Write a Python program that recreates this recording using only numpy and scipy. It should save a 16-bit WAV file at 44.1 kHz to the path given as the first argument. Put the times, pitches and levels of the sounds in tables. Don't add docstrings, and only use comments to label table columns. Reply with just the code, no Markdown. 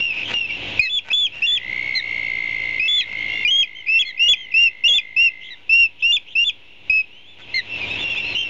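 import sys
import numpy as np
from scipy import signal
from scipy.fft import rfft, irfft, next_fast_len
from scipy.io import wavfile
from scipy.ndimage import uniform_filter1d, minimum_filter1d

SR = 44100
rng = np.random.default_rng(int(sys.argv[2]) if len(sys.argv) > 2 else 0)


def store_pcm(level_fs):
    pcm = np.round(np.clip(level_fs, -1, 1) * 32767).astype(np.int16)
    wavfile.write(sys.argv[1], SR, np.atleast_2d(pcm).T)


N = 374409
TIME = np.arange(N) / SR


def from_db(db):
    return 10 ** (np.asarray(db) / 20)


def rms_one(x):
    return x / np.sqrt(np.mean(x ** 2) + 1e-20)


def filtered(x, kind, hz, order=2):
    return signal.sosfilt(signal.butter(order, hz, kind, fs=SR, output="sos"), x)


def drift(hz, size=N):
    return rms_one(filtered(rng.standard_normal(size + SR), "low", hz))[SR:]


def noise(spectrum):
    hz, db = np.transpose(spectrum)
    size = next_fast_len(N)
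    bins_hz = np.maximum(np.fft.rfftfreq(size, 1 / SR), 1)
    colour = from_db(np.interp(np.log(bins_hz), np.log(hz), db))
    return rms_one(irfft(colour * rfft(rng.standard_normal(size)))[:N])


def add(track, start_s, sound):
    at = max(round(start_s * SR), 0)
    track[at:at + len(sound)] += sound[:N - at]


def clock(length_s):
    return np.arange(max(round(length_s * SR), SR // 200)) / SR


def arch(three, t):
    return np.polyval(np.polyfit([0, .5, 1], three, 2), t / t[-1])


def note(t, pitch_hz, level_db, overtones_db, jitter, flutter_db, flutter_hz, edge_s):
    phase = 2 * np.pi * np.cumsum(pitch_hz * (1 + jitter * drift(220, len(t)))) / SR
    tone = np.sin(phase)
    for k, db in enumerate(overtones_db, 2):
        tone = tone + from_db(db) * np.sin(k * phase)
    to_edge_s = np.minimum(t, t[-1] - t)
    gate = np.sin(np.pi / 2 * np.clip(to_edge_s / edge_s, 0, 1)) ** 2
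    return np.sqrt(2) * tone * gate * from_db(level_db + flutter_db * drift(flutter_hz, len(t)))


def echoes(x, t60_s, delay_s):
    t = np.arange(SR) / SR
    tail = rng.standard_normal(SR) * from_db(-60 * t / t60_s) * (t > delay_s)
    return signal.fftconvolve(x, tail / np.linalg.norm(tail))[:N]


# (start [s], end [s], mid pitch [Hz], glide from start to end [Hz],
# level [dB], hoarseness [0-1])
CHICK_PEEPS = [(0, .079, 2790, -30, -29.5, 0), (.085, .13, 2620, -250, -34, .24),
               (.123, .238, 2570, 0, -40, .88), (.238, .305, 3100, 0, -47, 1),
               (.338, .465, 2770, -240, -33, .2), (.471, .577, 2760, -30, -42.5, .5),
               (.487, .518, 2330, -200, -44, .2), (1.32, 1.41, 2750, 100, -42, .5),
               (3.12, 3.262, 3000, 1000, -54, .35), (3.266, 3.44, 3450, 700, -53.5, .18),
               (3.29, 3.45, 2790, -40, -46, .11), (3.749, 3.818, 3150, -100, -37, 0),
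               (3.863, 3.896, 2450, -60, -28, .65), (4.048, 4.11, 3400, 30, -34.5, .2),
               (4.175, 4.199, 2560, 200, -31, .42), (4.355, 4.463, 3200, -200, -37.5, .12),
               (4.514, 4.543, 2520, -500, -31.5, .6), (4.885, 4.965, 2800, -110, -29.5, .19),
               (5.405, 5.5, 3190, 600, -40, 1), (5.987, 6.041, 3250, 1200, -41, 1),
               (6.264, 6.343, 3100, 900, -41, 1), (7.09, 7.23, 3000, 700, -48.5, .35),
               (7.24, 7.347, 3500, 370, -48.5, .3), (7.415, 7.445, 3400, -700, -48.5, .3),
               (7.474, 7.542, 2600, 290, -50, .36), (7.88, 7.97, 3780, 0, -56, .3),
               (7.9, 7.97, 2640, 100, -46, .5), (7.69, 7.782, 2690, -60, -44, .15),
               (7.805, 7.856, 2430, -280, -45, .3), (7.987, 8.045, 3560, 0, -47.5, .2),
               (8.02, 8.09, 2770, 0, -42, .2), (8.098, 8.148, 2730, -200, -37.5, .3),
               (8.16, 8.33, 2690, -100, -43, .55), (8.09, 8.138, 3430, 0, -49, .1),
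               (8.153, 8.207, 2450, -370, -43.5, .3), (8.155, 8.21, 3530, 400, -48, .3),
               (8.22, 8.385, 4230, -200, -59, .3), (8.35, 8.438, 3140, 250, -35, .25),
               (8.357, 8.48, 2780, -60, -37.5, .2)]
REST_HZ, PEEP_ARCH = 2600, .4


def chicks(quaver_db=2.5, quaver_hz=120, overtone_db=-28):
    out = np.zeros(N)
    for start_s, end_s, hz, glide_hz, db, hoarse in CHICK_PEEPS:
        t = clock(end_s - start_s + .009)
        ends_hz = hz - PEEP_ARCH * (hz - REST_HZ)
        pitch_hz = arch([ends_hz - glide_hz / 2, hz, ends_hz + glide_hz / 2], t)
        level_db = db + arch([-3, 1, -4.5], t)
        wobble = .003 + .07 * hoarse ** 2
        add(out, start_s - .004, note(t, pitch_hz, level_db, [overtone_db], jitter=wobble,
                                      flutter_db=quaver_db, flutter_hz=quaver_hz, edge_s=.009))
    return out


# (frequency [Hz], relative density [dB])
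HISS_SHAPE = [(25, -10.5), (60, -0.5), (150, -4), (400, -4), (850, -6.5), (1250, -13), (1750, -11),
              (2300, 2), (2750, 6), (3700, -4), (4600, -20), (7000, -27.5), (8600, -52.5), (15000, -58)]
# (frequency [Hz], rms level [dB])
HUM_TONES = [(102.3, -65), (204.6, -72), (290.7, -70), (349.9, -70.5), (409.1, -74.5), (538.3, -71.5),
             (721.4, -81.5), (818.3, -79), (962, -71), (1558, -87.5)]
HISS_DB = -49.7


def background():
    hum = np.zeros(N)
    for hz, db in HUM_TONES:
        cycles = hz * TIME + rng.random()
        hum += from_db(db) * np.sqrt(2) * np.sin(2 * np.pi * cycles + 0.78 * drift(4))
    return from_db(HISS_DB + 0.41 * drift(9.2)) * noise(HISS_SHAPE) + hum


CHORUS_DB = -55.5


def chorus(centre_hz=2730, spread=.022, count=170):
    out, t = np.zeros(N), clock(.093)
    for when, (tuning, glide, strength) in zip(rng.random(count), rng.standard_normal((count, 3))):
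        pitch_hz = centre_hz * (1 + spread * tuning + .02 * glide * arch([1, 0, -1], t))
        level_db = 2 * strength + arch([-3, 0, -3], t)
        add(out, when * N / SR, note(t, pitch_hz, level_db, [-26], jitter=.005,
                                     flutter_db=4, flutter_hz=120, edge_s=0.013))
    return rms_one(out)


# (frequency [Hz], relative level [dB], t60 [s])
RING_MODES = [(956, -18, 0.07), (1526, -20.5, 0.17), (1830, -23, 0.018), (2003, -15, 0.036),
              (2400, 6, 0.0058), (2740, -4, 0.0076), (3600, -11.5, 0.006), (5760, -21.5, .003)]


def ring(clicks):
    out = np.zeros(N)
    for hz, db, t60_s in RING_MODES:
        r, w = from_db(-60 / (t60_s * SR)), 2 * np.pi * hz / SR
        poles = [1, -2 * r * np.cos(w), r * r]
        out += from_db(db) * signal.lfilter([0, np.sin(w)], poles, clicks + 1e-18)
    return out


# (start [s], end [s], nominal peak level [dB])
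SCRAPES = [(0.08, 0.273, -53), (0.26, 0.386, -45.5), (1.03, 1.15, -39), (1.298, 1.47, -46),
           (3.03, 3.135, -53), (5.515, 5.69, -54), (7.38, 7.433, -50)]
# (time [s], relative strength [dB])
SNAPS = [(1.117, -21), (3.129, -33.5), (6.02, -42), (6.878, -41.5), (7.388, -38.5), (7.396, -40),
         (7.404, -36), (7.414, -38), (8.15, -38)]


def scrapes_and_snaps(slips_per_s=900):
    snaps, pressure = np.zeros(N), np.zeros(N)
    for start_s, db in SNAPS:
        add(snaps, start_s, from_db([db]) / 2)
    for start_s, end_s, db in SCRAPES:
        size = max(round((end_s - start_s) * SR), 2)
        add(pressure, start_s, from_db(db) * np.hanning(size))
    slips = (rng.random(N) < slips_per_s / SR) * rng.standard_normal(N)
    return ring(snaps) + pressure * rms_one(ring(slips))


SCOOP, HIGH_SCOOP, DROOP = .085, .03, .095


def bend(share, scoop, droop):
    share = np.clip(share, 0, 1)
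    return 1 - scoop * (1 - share) ** 2.5 - droop * share ** 5


ACCENT_S, SWELL_DB, SWELL_S = .016, 6, .013
RELEASE_DB, RELEASE_S, WAVER_DB = 12, .011, .8
BREAK_S, BREAK_DIP_DB, BREAK_DIP_S = .0015, 6, .004
SECOND_DB, HIGH_PURER_DB = -29.5, 3
SAG_AT, SAG_WIDTH = .35, .27
TAIL_HZ, TAIL_DB, TAIL_FADE_DB_PER_S = 2600, 1, 400


def whistle(start_s, end_s, hz, db, accent_db, bow, *flip):
    t = clock(end_s - start_s + .003)
    now_s = start_s + t
    pitch_hz = hz * bend(t / t[-1], bow * SCOOP, bow * DROOP)
    second_db = SECOND_DB
    level_db = db + accent_db * np.exp(-t / ACCENT_S) - SWELL_DB * np.exp(-t / SWELL_S)
    if flip:
        up_s, back_s, high_hz, high_db, growth_db, sag = flip
        risen = np.clip((now_s - up_s) / BREAK_S + .5, 0, 1)
        fallen = np.clip((now_s - back_s) / BREAK_S + .5, 0, 1)
        low, high = 1 - risen, risen - fallen
        through = np.clip((now_s - up_s) / (back_s - up_s), 0, 1)
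        since_back_s = now_s - back_s

        low_pitch_hz = hz * bend(t / (up_s - start_s), bow * SCOOP, 0)
        sagging = sag * np.exp(-((through - SAG_AT) / SAG_WIDTH) ** 2)
        high_pitch_hz = high_hz * (bend(through, HIGH_SCOOP, bow * DROOP) - sagging)
        tail_pitch_hz = TAIL_HZ * (1 - DROOP * since_back_s / (end_s - back_s))
        pitch_hz = low * low_pitch_hz + high * high_pitch_hz + fallen * tail_pitch_hz

        tail_db = TAIL_DB + min(growth_db, 0) - TAIL_FADE_DB_PER_S * since_back_s
        level_db = low * level_db + risen * high_db + high * growth_db * (through - .5) + fallen * tail_db
        level_db = level_db - BREAK_DIP_DB * np.exp(-np.abs(now_s - up_s) / BREAK_DIP_S)
        second_db = SECOND_DB - high * HIGH_PURER_DB
    level_db = level_db + WAVER_DB * drift(20, len(t)) - RELEASE_DB * np.exp((t - t[-1]) / RELEASE_S)
    return note(t, pitch_hz, level_db, [second_db], jitter=.0055,
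                flutter_db=.45, flutter_hz=71, edge_s=.0045)


# (flip up [s], flip back [s],
# high pitch [Hz], high level [dB], growth while high [dB], sag [share of high pitch])
ADULT_WHISTLES = [(0.795, 0.999, 2600, -24, 26, .8, 0.896, 0.992, 3510, -21.5, 10, 0),
                  (1.103, 1.288, 2640, -19, 0, 1.3, 1.132, 1.27, 3510, -19, -9, 0),
                  (1.421, 1.588, 2800, -19, 3, 1.4, 1.467, 1.578, 3610, -22, 0, .04),
                  (2.797, 3.03, 2650, -26, 9, 1, 2.882, 3.012, 3530, -21, 3, .01),
                  (3.45, 3.48, 2440, -16, 6, .2),
                  (3.476, 3.652, 2990, -16, 3, .6, 3.508, 3.633, 3350, -14.5, .5, .03),
                  (3.884, 4.047, 2700, -14, 0, .7, 3.994, 4.025, 3380, -14, -5, 0),
                  (4.194, 4.35, 2860, -12.5, 0, .9, 4.285, 4.337, 3465, -11.5, 0, 0),
                  (4.54, 4.69, 2855, -11.3, 0, 1.25),
                  (4.838, 5.006, 2850, -10.5, 0, 1.1, 4.882, 4.986, 3680, -14, 0, .1),
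                  (5.164, 5.293, 2830, -11.7, 0, 1.1), (5.694, 5.87, 2815, -11.5, 0, .9),
                  (6.024, 6.184, 2825, -14.5, 0, 1, 6.125, 6.17, 3560, -14, 0, 0),
                  (6.353, 6.511, 2810, -15, 3, 1.1, 6.445, 6.499, 3550, -18.5, 10, 0),
                  (6.898, 7.021, 2598, -15.5, 8, .35)]


def whistles():
    out = np.zeros(N)
    for row in ADULT_WHISTLES:
        add(out, row[0] - .002, whistle(*row))
    return out


# (start [s], end [s], mid pitch [Hz], mid level [dB],
# second harmonic re fundamental [dB])
ADULT_YELPS = [(0.81, 0.876, 2100, -29.5, 0.5), (1.95, 2.004, 2050, -30.5, 2), (2.977, 3.043, 2020, -37, 3),
               (4.048, 4.118, 2090, -31.5, -5.5), (5.503, 5.548, 1950, -40, 4.5),
               (7.541, 7.606, 2090, -27, -5)]
YELP_RISE, YELP_FALL = .005, .13
YELP_ATTACK_DB, YELP_FADE_DB = 7, 11


def yelps():
    out = np.zeros(N)
    for start_s, end_s, hz, db, second_db in ADULT_YELPS:
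        t = clock(end_s - start_s + .006)
        pitch_hz = hz * arch([1 - YELP_RISE, 1, 1 - YELP_FALL], t)
        level_db = db - arch([YELP_ATTACK_DB, 0, YELP_FADE_DB], t)
        add(out, start_s - .002, note(t, pitch_hz, level_db, [second_db, second_db - 31], jitter=0.0074,
                                      flutter_db=1.15, flutter_hz=90, edge_s=0.0059))
    return out


# (frequency [Hz], relative density [dB])
GRIT_SHAPE = [(25, 12.5), (60, 10), (200, -17), (700, -10), (1400, -28), (2700, 5), (4200, -9.5),
              (6500, -13.5), (9000, -20), (15000, -32)]
GRIT_DB = -31.5


def adults():
    voice = whistles() + yelps()
    envelope = np.sqrt(np.abs(uniform_filter1d(voice ** 2, size=200)))
    return voice + from_db(GRIT_DB) * envelope * noise(GRIT_SHAPE)


TRILL_START_S, TRILL_END_S, TRILL_DB = 1.381, 5.56, -37.5
TRILL_ATTACK_S, TRILL_ATTACK_DB, TRILL_RELEASE_S, TRILL_FADE_DB_PER_S = .42, 20, .06, .9
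TRILL_HZ, TRILL_RISE_HZ, TRILL_SAG_HZ_PER_S = 2155, 400, 20
PULSES_PER_S, EXTRA_PULSES_PER_S, SLOWING_S = 53, 9.5, 1.05


def toad(pulse_share=0.5, far_db=-9, second_db=-25, third_db=-37, uneven=.02):
    age_s = np.maximum(TIME - TRILL_START_S, 0)
    slack = np.maximum(1 - age_s / TRILL_ATTACK_S, 0) ** 1.4
    hz = TRILL_HZ - TRILL_RISE_HZ * slack - TRILL_SAG_HZ_PER_S * age_s
    effort = from_db(-TRILL_ATTACK_DB * slack - TRILL_FADE_DB_PER_S * age_s)
    per_s = PULSES_PER_S + EXTRA_PULSES_PER_S * np.exp(-(age_s / SLOWING_S) ** 2)
    cycle = np.cumsum(per_s * (1 + uneven * drift(30))) / SR % 1
    pulse = np.sin(np.pi * np.minimum(cycle / pulse_share, 1) ** 0.76) ** 1.3
    phase = 2 * np.pi * np.cumsum(hz * (1 + .002 * drift(60))) / SR
    overtones = from_db(second_db) * np.sin(2 * phase) + from_db(third_db) * np.sin(3 * phase)
    tone = np.sin(phase) + effort * pulse * overtones
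    gate = (age_s > 0) * np.clip((TRILL_END_S - TIME) / TRILL_RELEASE_S, 0, 1)
    trill = rms_one(pulse * tone) * effort * gate * from_db(TRILL_DB + 1.0 * drift(42))
    return trill + from_db(far_db) * echoes(trill, t60_s=0.22, delay_s=0.024)


def scene():
    nest = chicks() + scrapes_and_snaps() + adults()
    nest_echoes = from_db(-16.5) * echoes(nest, t60_s=.15, delay_s=0.0055)
    marsh = from_db(CHORUS_DB) * chorus() + toad()
    return (nest + nest_echoes + marsh + background())[None]


def microphone(x, limit=0.38, softness=.09, rumble_hz=45, top_hz=7500):
    flattened = softness * np.logaddexp(0, (-x - limit) / softness)
    return filtered(x + filtered(flattened, "high", rumble_hz), "low", top_hz, order=18)


def gain_control(x, knee_db=-15, slope=0.72, most_db=21, release_db_per_s=78, attack_hz=70):
    def meter_db(size, origin):
        return 10 * np.log10(np.abs(uniform_filter1d(x ** 2, size, origin=origin)) + 1e-12)
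    quick, slow, hold, overload_db = SR // 240, SR // 25 | 1, SR // 3 | 1, -15.8
    recent_db = -minimum_filter1d(-meter_db(slow, slow // 2), hold, origin=hold // 2)
    held_db = np.minimum(recent_db, recent_db + 8 * (recent_db - overload_db))
    level_db = np.maximum(meter_db(quick, 0), held_db)
    release_db = release_db_per_s * TIME
    level_db = np.maximum.accumulate(level_db + release_db) - release_db
    lift_db = np.clip(slope * (knee_db - level_db), 0, most_db)
    return x * from_db(lift_db[0] + filtered(lift_db - lift_db[0], "low", attack_hz, order=1))


def amplifier(x, lopsided=.09, straight_below=.1, rumble_hz=30, top_hz=7300):
    bent = lopsided * (np.hypot(x, straight_below) - straight_below)
    return x + filtered(filtered(bent, "high", rumble_hz), "low", top_hz, order=12)


CUTOFF_HZ = 15700


def record(dry, offset=-0.0058, self_noise_db=-81):
    out = amplifier(gain_control(microphone(dry[0])))
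    out = out + from_db(self_noise_db) * rng.standard_normal(N) + offset
    return signal.sosfilt(signal.cheby2(12, 70, CUTOFF_HZ, fs=SR, output="sos"), out)[None]


dry = scene()
out = record(dry)
store_pcm(out)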